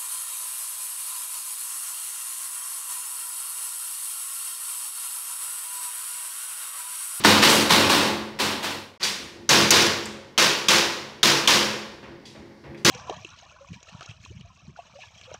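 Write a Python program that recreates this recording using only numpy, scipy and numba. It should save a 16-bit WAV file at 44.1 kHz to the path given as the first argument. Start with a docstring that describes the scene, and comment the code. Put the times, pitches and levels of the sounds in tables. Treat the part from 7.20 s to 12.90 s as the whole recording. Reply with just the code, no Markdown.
"""A gas pistol cracks, mostly in quick pairs, in a bare concrete corridor: round a corner, then from the far
doorway. Each shot is a ringing, hissing pulse with bounces, banded noise as reverberation and beating standing
waves. Gear clacks and high pellet ticks (noise, ticks, metal modes) and boots (noise thuds, scuffs, deep bumps)
sound among the shots. Outdoor rumble lies beneath. The corner part fades and is cut to a short silence; the
doorway part fades in. A small camera squeezes the loudest moments."""
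import sys
import numpy as np
from scipy import signal
from scipy.fft import rfft, irfft, next_fast_len
from scipy.io import wavfile
from numba import njit

SR = 44100
rng = np.random.default_rng(int(sys.argv[2]) if len(sys.argv) > 2 else 0)


def dump(signal):
    """Clip the signal to [-1, 1] and save it as 16-bit WAV at the path in sys.argv[1]."""
    limited = np.clip(np.atleast_2d(signal).T, -1, 1)
    pcm = np.round(limited * 32767).astype(np.int16)
    wavfile.write(sys.argv[1], SR, pcm)


def ratio(d):
    """dB to gain"""
    e = np.asarray(d, float) / 20
    return 10 ** e


N = 251370
T = np.arange(N) / SR

# pistol shots, levels relative: start_s, level_db, boom_db, crack_db (over level), ring_hz (nominal)
SHOTS = [(.045, -3.5, -1.5, 5, 1250), (0.225, -1.5, -3, 0.5, 1276), (0.501, -0.5, -1.5, -3.5, 1280),
         (0.696, -2.5, -2.5, -5.5, 1290), (1.196, -5, -3, -8, 1300), (1.433, -8, -5, -11, 1320),
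         (2.2909, -3.5, -0.5, -9.5, 4900), (2.5061, -4.5, -1.5, 5.5, 6100), (3.178, -7.5, -6, -2, 3100),
         (3.4842, -6.5, -5.5, 2.5, 3300), (4.0303, -7, -3.5, 4.5, 3220), (4.275, -6.5, -3.5, 5.5, 3140),
         (5.6477, -4, 3.5, -14, 4940)]
# shot spectrum heard round the corner: freq_hz, density_db (per Hz, relative)
CORNER_SPECTRUM = [(35, -65), (60, -19), (168, -7.5), (212, 6.5), (250, -0.5), (363, -1.5), (698, -7.5),
                   (903, -1), (1780, -7), (4220, -6.5), (5700, -13), (8000, -14), (16000, -22)]
# shot spectrum heard from the doorway: freq_hz, density_db (per Hz, relative)
DOOR_SPECTRUM = [(35, -37), (60, -29), (140, -11.5), (212, -2.5), (262, -14), (346, -7), (715, -14),
                 (968, -8), (3270, -10), (6100, -12), (7200, -19), (10500, -24), (16000, -31.5)]
# corridor decay: freq_hz, t60_s
DECAY = [(60, 2.2), (160, 0.77), (420, 1.11), (1100, 0.85), (2900, 0.77), (7700, 0.63), (15000, 0.6)]
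# standing waves of the corridor: freq_hz (nominal), corner_db, door_db (relative), t60_s
STANDING = [(96.56, -7.5, -13.5, 1.28), (141.7, -8.5, -5.5, 1.1), (168, -15.5, -21, 0.85),
            (213.9, 1, 0, 1.125), (292, 0.5, -6.5, 0.84), (341.2, 0, 1.5, 1.09), (407, -17, -7.5, 1.1),
            (544.3, -9, -10, 1.5)]
# gear clacks and high pellet ticks (0.295, 2.857 s): start_s, level_db (relative), pitch_hz, width_octaves,
# tick_db (over level)
CLACKS = [(.295, -10, 7900, 0.75, -4.5), (1.83, -22, 4347, 1.1, 15), (1.836, -24.5, 4540, 1.04, 12),
          (1.852, -27, 1960, 0.77, 13), (2.857, -40.5, 7300, 0.32, 20.5), (5.054, -43.5, 4040, 0.94, -6.5),
          (5.31, -50, 1930, 0.2, -2), (5.453, -44, 1950, 0.3, -8), (5.547, -44.5, 1950, 0.54, 10),
          (5.574, -54, 3450, 1.2, 0)]
# ringing metal parts: freq_hz (nominal), level_db (relative), t60_s
METAL_MODES = [(1950, -5, .25), (2500, -5, .2), (3350, 0, .22), (4700, 2, .3), (6070, -2, .3),
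               (7500, -5, .15)]
# footfalls: heel_s, roll_s (heel to sole), thud_db, scuff_db (relative)
STEPS = [(1.981, .061, -43, -62.5), (2.152, 0.049, -46, -60), (4.827, .06, -42.5, -36),
         (5.15, 0.052, -42.5, -42), (5.438, 0.054, -38.5, -42)]
# outdoor rumble spectrum: freq_hz, density_db (per Hz, relative)
RUMBLE_SPECTRUM = [(18, -38), (30, -23.5), (70, -8), (280, -7), (400, -8.5), (600, -25), (900, -12.5),
                   (1320, -28.5), (1960, -15), (2400, -32.5), (5000, -28.5), (7000, -38), (16000, -43.5)]
# microphone response: freq_hz, gain_db
MICROPHONE = [(20, -1), (5400, -1), (6200, -2.5), (6800, -5), (15700, -9.5), (16100, -39.5)]

CUT_S = 1.79
FADE_END_S, FADE_IN_S = 1.916, 0.045
SILENT_S = 1.777, 1.797  # start, end
SLIDE_HZ, SLIDE_DELAY_S = 6100, 0.00098
CLUMP_RMS_DB, CLUMP_S, BLEND_S = 1.8, .0025, .12
CLACK_RING_DB, TICK_BOUNCE_DB = -6, -14
HEEL_HZ, SOLE_HZ, SOLE_DB = 273, 150, -3.5  # sole level over heel
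WEIGHT_HZ, WEIGHT_DB, WEIGHT_S = 69, -6.5, 0.025  # pitch, level over thud_db, half length at 1/e
RUMBLE_DB = -13.5, -26.5  # offset before, after the cut
RUMBLE_WAVER_RMS_DB, RUMBLE_WAVER_S = 1.5, .12
CORNER = [row for row in SHOTS if row[0] < CUT_S]
DOOR = [row for row in SHOTS if row[0] > CUT_S]


def cracks():
    """Direct shots: in sight they ring clearly with the slide's clang; round the corner they arrive scattered."""
    door = sum(crack(s, db + crack_db + 2.5, hz, 0.0054, 0.46) for s, db, _, crack_db, hz in DOOR)
    slide = sum(crack(s + SLIDE_DELAY_S, db - 1, SLIDE_HZ, 0.0042, 0.23) for s, db, *_ in DOOR)
    corner = sum(crack(s + .003, db + crack_db + 4.0, hz, 0.0056, 0.99) for s, db, _, crack_db, hz in CORNER)
    return door + slide + corner


def crack(start_s, level_db, hz, ring_s, noisy, step=0.86, bounce_db=0.0):
    """Direct sound: a pressure pulse and a rising ring with gas noise, then separate bounces off floor and walls."""
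    t = T[:SR // 50]
    ring = np.sin(2 * np.pi * hz * t * (0.917 + 0.15 * t / ring_s) + 2 * np.pi * rng.random())
    hiss = signal.lfilter(*signal.iirpeak(hz, .9, fs=SR), rng.standard_normal(len(t)))
    blast = ((1 - noisy) * ring + 2 * noisy * hiss) * np.exp(-(t / ring_s) ** 4)
    blast[:6] -= step * np.hanning(6)
    paths = np.zeros(SR // 5)
    paths[[0, int(.0055 * SR)]] = 1, .5
    later_s, size = rng.random((2, 14))
    later_s = 0.011 + 0.16 * later_s
    echoes = np.zeros(SR // 5)
    echoes[(later_s * SR).astype(int)] = (2 * size - 1) * ratio(bounce_db - 60 * later_s)
    # later bounces keep the sharp front, lose the ring
    sound = np.convolve(paths, blast) + np.convolve(echoes, blast * np.exp(-t / .0008))
    out = np.zeros(N + len(sound))
    out[int(start_s * SR):][:len(sound)] = ratio(level_db) * sound
    return out[:N]


def corner_shots(hz):
    """Shot energy in one band: a weak front bends round the corner first, the bulk comes by way of the walls."""
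    front = shot_energy(CORNER, CORNER_SPECTRUM, hz, bright_db=0.3, lead_s=0.0075)
    front = front * ratio(12.5) * min(hz / 2000, 1)
    bulk = shot_energy(CORNER, CORNER_SPECTRUM, hz, bright_db=1.0) * ratio(20)
    earlier = train([0], -22 + table(CORNER_SPECTRUM, hz))  # tail of an earlier shot, nearly gone
    return linger(bulk + front, hz, 0.0062) + linger(earlier, hz, 0.00081)


def door_shots(hz):
    """Shot energy in one band at the doorway; this part opens on a shot's tail."""
    shots = shot_energy(DOOR, DOOR_SPECTRUM, hz, bright_db=2.0)
    opening = train([CUT_S], -8 + table(DOOR_SPECTRUM, hz))
    return linger(shots, hz, 0.0093) * ratio(23.5) + linger(opening, hz, 0.0027)


def shot_energy(rows, spectrum, hz, bright_db, lead_s=0.):
    """Muzzle energy in one band: the gun's spectrum, boom below 500 Hz, bright_db per octave above 2 kHz."""
    s, db, boom_db = np.transpose(rows)[:3]
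    octave = np.log2(hz / 500)
    tilt_db = boom_db * np.clip(-octave, 0, 1) + bright_db * max(octave - 2, 0)
    return train(s - lead_s, db + table(spectrum, hz) + tilt_db)


def linger(energy, hz, fill_s, liveness=1):
    """Energy fills the corridor with time constant fill_s, then leaks away at its band's t60 times liveness."""
    fill = np.exp(-1 / (fill_s * SR))
    leak = ratio(-120 / (liveness * table(DECAY, hz) * SR))  # 60 dB of energy per t60
    return signal.lfilter([1 - fill], np.convolve([1, -fill], [1, -leak]), energy)


def train(times_s, level_db):
    """Bursts of sound energy (amplitude squared) at the given times."""
    x = np.zeros(N)
    np.add.at(x, (np.asarray(times_s) * SR).astype(int), ratio(level_db) ** 2)
    return x


def reverberation(hz):
    """Diffuse amplitude in one band: energies of shots, small sounds and rumble add."""
    shots = np.where(T < CUT_S, corner_shots(hz), door_shots(hz))
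    # small sounds by the open doorway escape sooner
    small = linger(clack_energy(hz) + boot_energy(hz), hz, .002, liveness=0.94)
    return np.sqrt(shots + small + rumble(hz) ** 2)


def bands(course, ripple_db):
    """Noise in third-octave bands, gain in time course(hz); the room favours some narrow lines by ripple_db rms."""
    size = next_fast_len(N)
    hz = np.fft.rfftfreq(size, 1 / SR)
    line_hz = np.arange(0, SR / 2 + 40, 25.)
    line_db = ripple_db * rng.standard_normal(len(line_hz))
    noise = rfft(rng.standard_normal(size)) * ratio(np.interp(hz, line_hz, line_db))
    out = 0
    for centre_hz in 25 * 2 ** (np.arange(29) / 3):
        thirds = 3 * np.log2(np.maximum(hz, 1) / centre_hz)
        window = np.cos(np.pi / 2 * np.clip(thirds, -1, 1)) ** 2
        out = out + irfft(noise * window, size)[:N] * course(centre_hz)
    return out


def clumps():
    """Early echoes arrive in clumps common to all bands: a gain flicker around each shot that soon blends."""
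    knots = np.arange(0, N / SR + 1, CLUMP_S)
    flicker = np.interp(T, knots, rng.standard_normal(len(knots)))
    times = np.array([row[0] for row in SHOTS])
    since = T - times[np.maximum(np.searchsorted(times, T) - 1, 0)]
    return ratio(CLUMP_RMS_DB * flicker * np.exp(-np.abs(since) / BLEND_S))


def booms():
    """Shots, heels and soles excite the standing waves."""
    corner, door = np.transpose(CORNER), np.transpose(DOOR)
    s, roll_s, thud_db, _ = np.transpose(STEPS)
    first = standing_waves(corner[0], corner[1] + corner[2] - 14, at_door=False)
    second = standing_waves(door[0], door[1] + door[2] - 18)
    second += standing_waves(s, thud_db - 4.5)
    second += standing_waves(s + roll_s, thud_db + SOLE_DB - 5)
    return np.where(T < CUT_S, first, second)


def standing_waves(times_s, level_db, at_door=True):
    """Each blow rings the waves between the walls afresh; not quite parallel walls make close pairs that beat."""
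    out = np.zeros(N)
    chance = rng.uniform(-1.038, 1, (len(times_s), len(STANDING), 5))
    for s, gain, draws in zip(times_s, ratio(level_db), chance):
        t = T[:N - int(s * SR)][:SR]
        for (hz, corner_db, door_db, t60_s), (d1, d2, p1, p2, size) in zip(STANDING, draws):
            wave_db = door_db if at_door else corner_db
            pair = np.sin(2 * np.pi * hz * (1 + 0.0151 * d1) * t + np.pi * p1)
            pair += np.sin(2 * np.pi * hz * (1 + 0.0126 * d2) * t + np.pi * p2)
            envelope = ratio(wave_db + 2 * size - 60 * t / t60_s) * (1 - np.exp(-t / 0.025))
            out[int(s * SR):][:len(t)] += gain * envelope * pair
    return out


def clack_ticks():
    """Dry front of each clack: a short ring with bounces too weak and thin to stand apart."""
    return sum(crack(s, db + tick_db, hz, 0.0014, 0.17, step=.3, bounce_db=TICK_BOUNCE_DB)
               for s, db, hz, _, tick_db in CLACKS)


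def clack_energy(hz):
    """Clack energy in one band, humped round each clack's pitch."""
    s, db, pitch_hz, octaves = np.transpose(CLACKS)[:4]
    return train(s, db + 5.5 + hump(hz, pitch_hz, octaves))


def clack_ring():
    """Each clack rings the metal parts near its own pitch, a little differently every time."""
    out, t = np.zeros(N), T[:SR // 2]
    chance = rng.uniform(-1.1, 1, (len(CLACKS), len(METAL_MODES), 2))
    for (s, db, pitch_hz, octaves, _), draws in zip(CLACKS, chance):
        part = out[int(s * SR):][:len(t)]
        for (hz, mode_db, t60_s), (detune, size) in zip(METAL_MODES, draws):
            wobble = 1 + 0.59 * np.sin(2 * np.pi * (60 + 25 * detune) * t)  # close pairs beat
            ring_db = db + CLACK_RING_DB + mode_db + hump(hz, pitch_hz, octaves) + 2 * size
            tone = np.sin(2 * np.pi * hz * (1 + .012 * size) * t)
            part += (ratio(ring_db - 60 * t / t60_s) * wobble * tone)[:len(part)]
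    return out


def boot_energy(hz):
    """Footfall energy in one band: heel, then a deeper sole with the body's weight, and a gritty scuff."""
    s, roll_s, thud_db, scuff_db = np.transpose(STEPS)
    heel = train(s, thud_db + 14.0 + hump(hz, HEEL_HZ, 1.4))
    sole = train(s + roll_s, thud_db + 14.5 + SOLE_DB + hump(hz, SOLE_HZ, 1.5))
    scuff = train(s, scuff_db + 3.0 + hump(hz, 1220, 1.27))
    return heel + sole + scuff


def weight():
    """The floor gives under the sole: a short deep bump as it takes the body's weight."""
    out = np.zeros(N)
    for s, roll_s, thud_db, _ in STEPS:
        envelope = np.exp(-((T - s - roll_s) / WEIGHT_S) ** 2)
        out += ratio(thud_db + WEIGHT_DB) * envelope * np.sin(2 * np.pi * WEIGHT_HZ * (T - s))
    return out


def rumble(hz):
    """Outdoor rumble amplitude in one band, wavering at random."""
    knots = np.arange(0, N / SR + 1, RUMBLE_WAVER_S)
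    waver_db = np.interp(T, knots, RUMBLE_WAVER_RMS_DB * rng.standard_normal(len(knots)))
    return ratio(np.where(T < CUT_S, *RUMBLE_DB) + table(RUMBLE_SPECTRUM, hz) + waver_db)


def table(rows, hz):
    """Interpolate (freq_hz, value) rows on a log frequency axis."""
    f, v = np.transpose(rows)
    return np.interp(np.log(hz), np.log(f), v)


def hump(hz, centre_hz, octaves):
    """Rounded peak in dB, 6 dB down so many octaves from its centre."""
    return -6 * (np.log2(hz / centre_hz) / octaves) ** 2


def scene():
    """Corner and doorway parts in the same corridor, joined at the cut."""
    diffuse = clumps() * bands(reverberation, ripple_db=1.5)
    return (diffuse + cracks() + booms() + clack_ticks() + clack_ring() + weight())[None]


@njit
def follow(x, attack, release):
    """Level follower, quick up and slower down; attack and release are per-sample fractions."""
    e, out = 1e-6, np.empty(len(x))
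    for i in range(len(x)):
        e += (abs(x[i]) - e) * (attack if abs(x[i]) > e else release)
        out[i] = e
    return out


def fade():
    """Edit gain: straight fade cut off at a short silence, then a quick fade in."""
    return np.where(T < SILENT_S[0], 1 - T / FADE_END_S, np.clip((T - SILENT_S[1]) / FADE_IN_S, 0, 1))


def top_cut(x):
    """Nothing passes above the cut-off."""
    return signal.sosfilt(signal.butter(12, 16620, fs=SR, output="sos"), x)


def record(dry):
    """Microphone, duller above its port resonance; look-ahead gain control; soft clipping; the edit's fade."""
    size = next_fast_len(N)
    hz = np.maximum(np.fft.rfftfreq(size, 1 / SR), 1)
    x = irfft(rfft(dry, size) * ratio(table(MICROPHONE, hz)), size)[:, :N]
    ahead = int(0.0085 * SR)
    attack_s, release_s = 0.00097, 0.013
    early = np.append(x[0, ahead:], np.zeros(ahead))
    heard = follow(early, 1 / (attack_s * SR), 1 / (release_s * SR))
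    gain = np.minimum(1, ratio(-12.5) / heard) ** 0.52
    mix = 0.92 * np.tanh(gain * x) * fade()
    return top_cut(mix)


dry = scene()
out = record(dry)
dump(out)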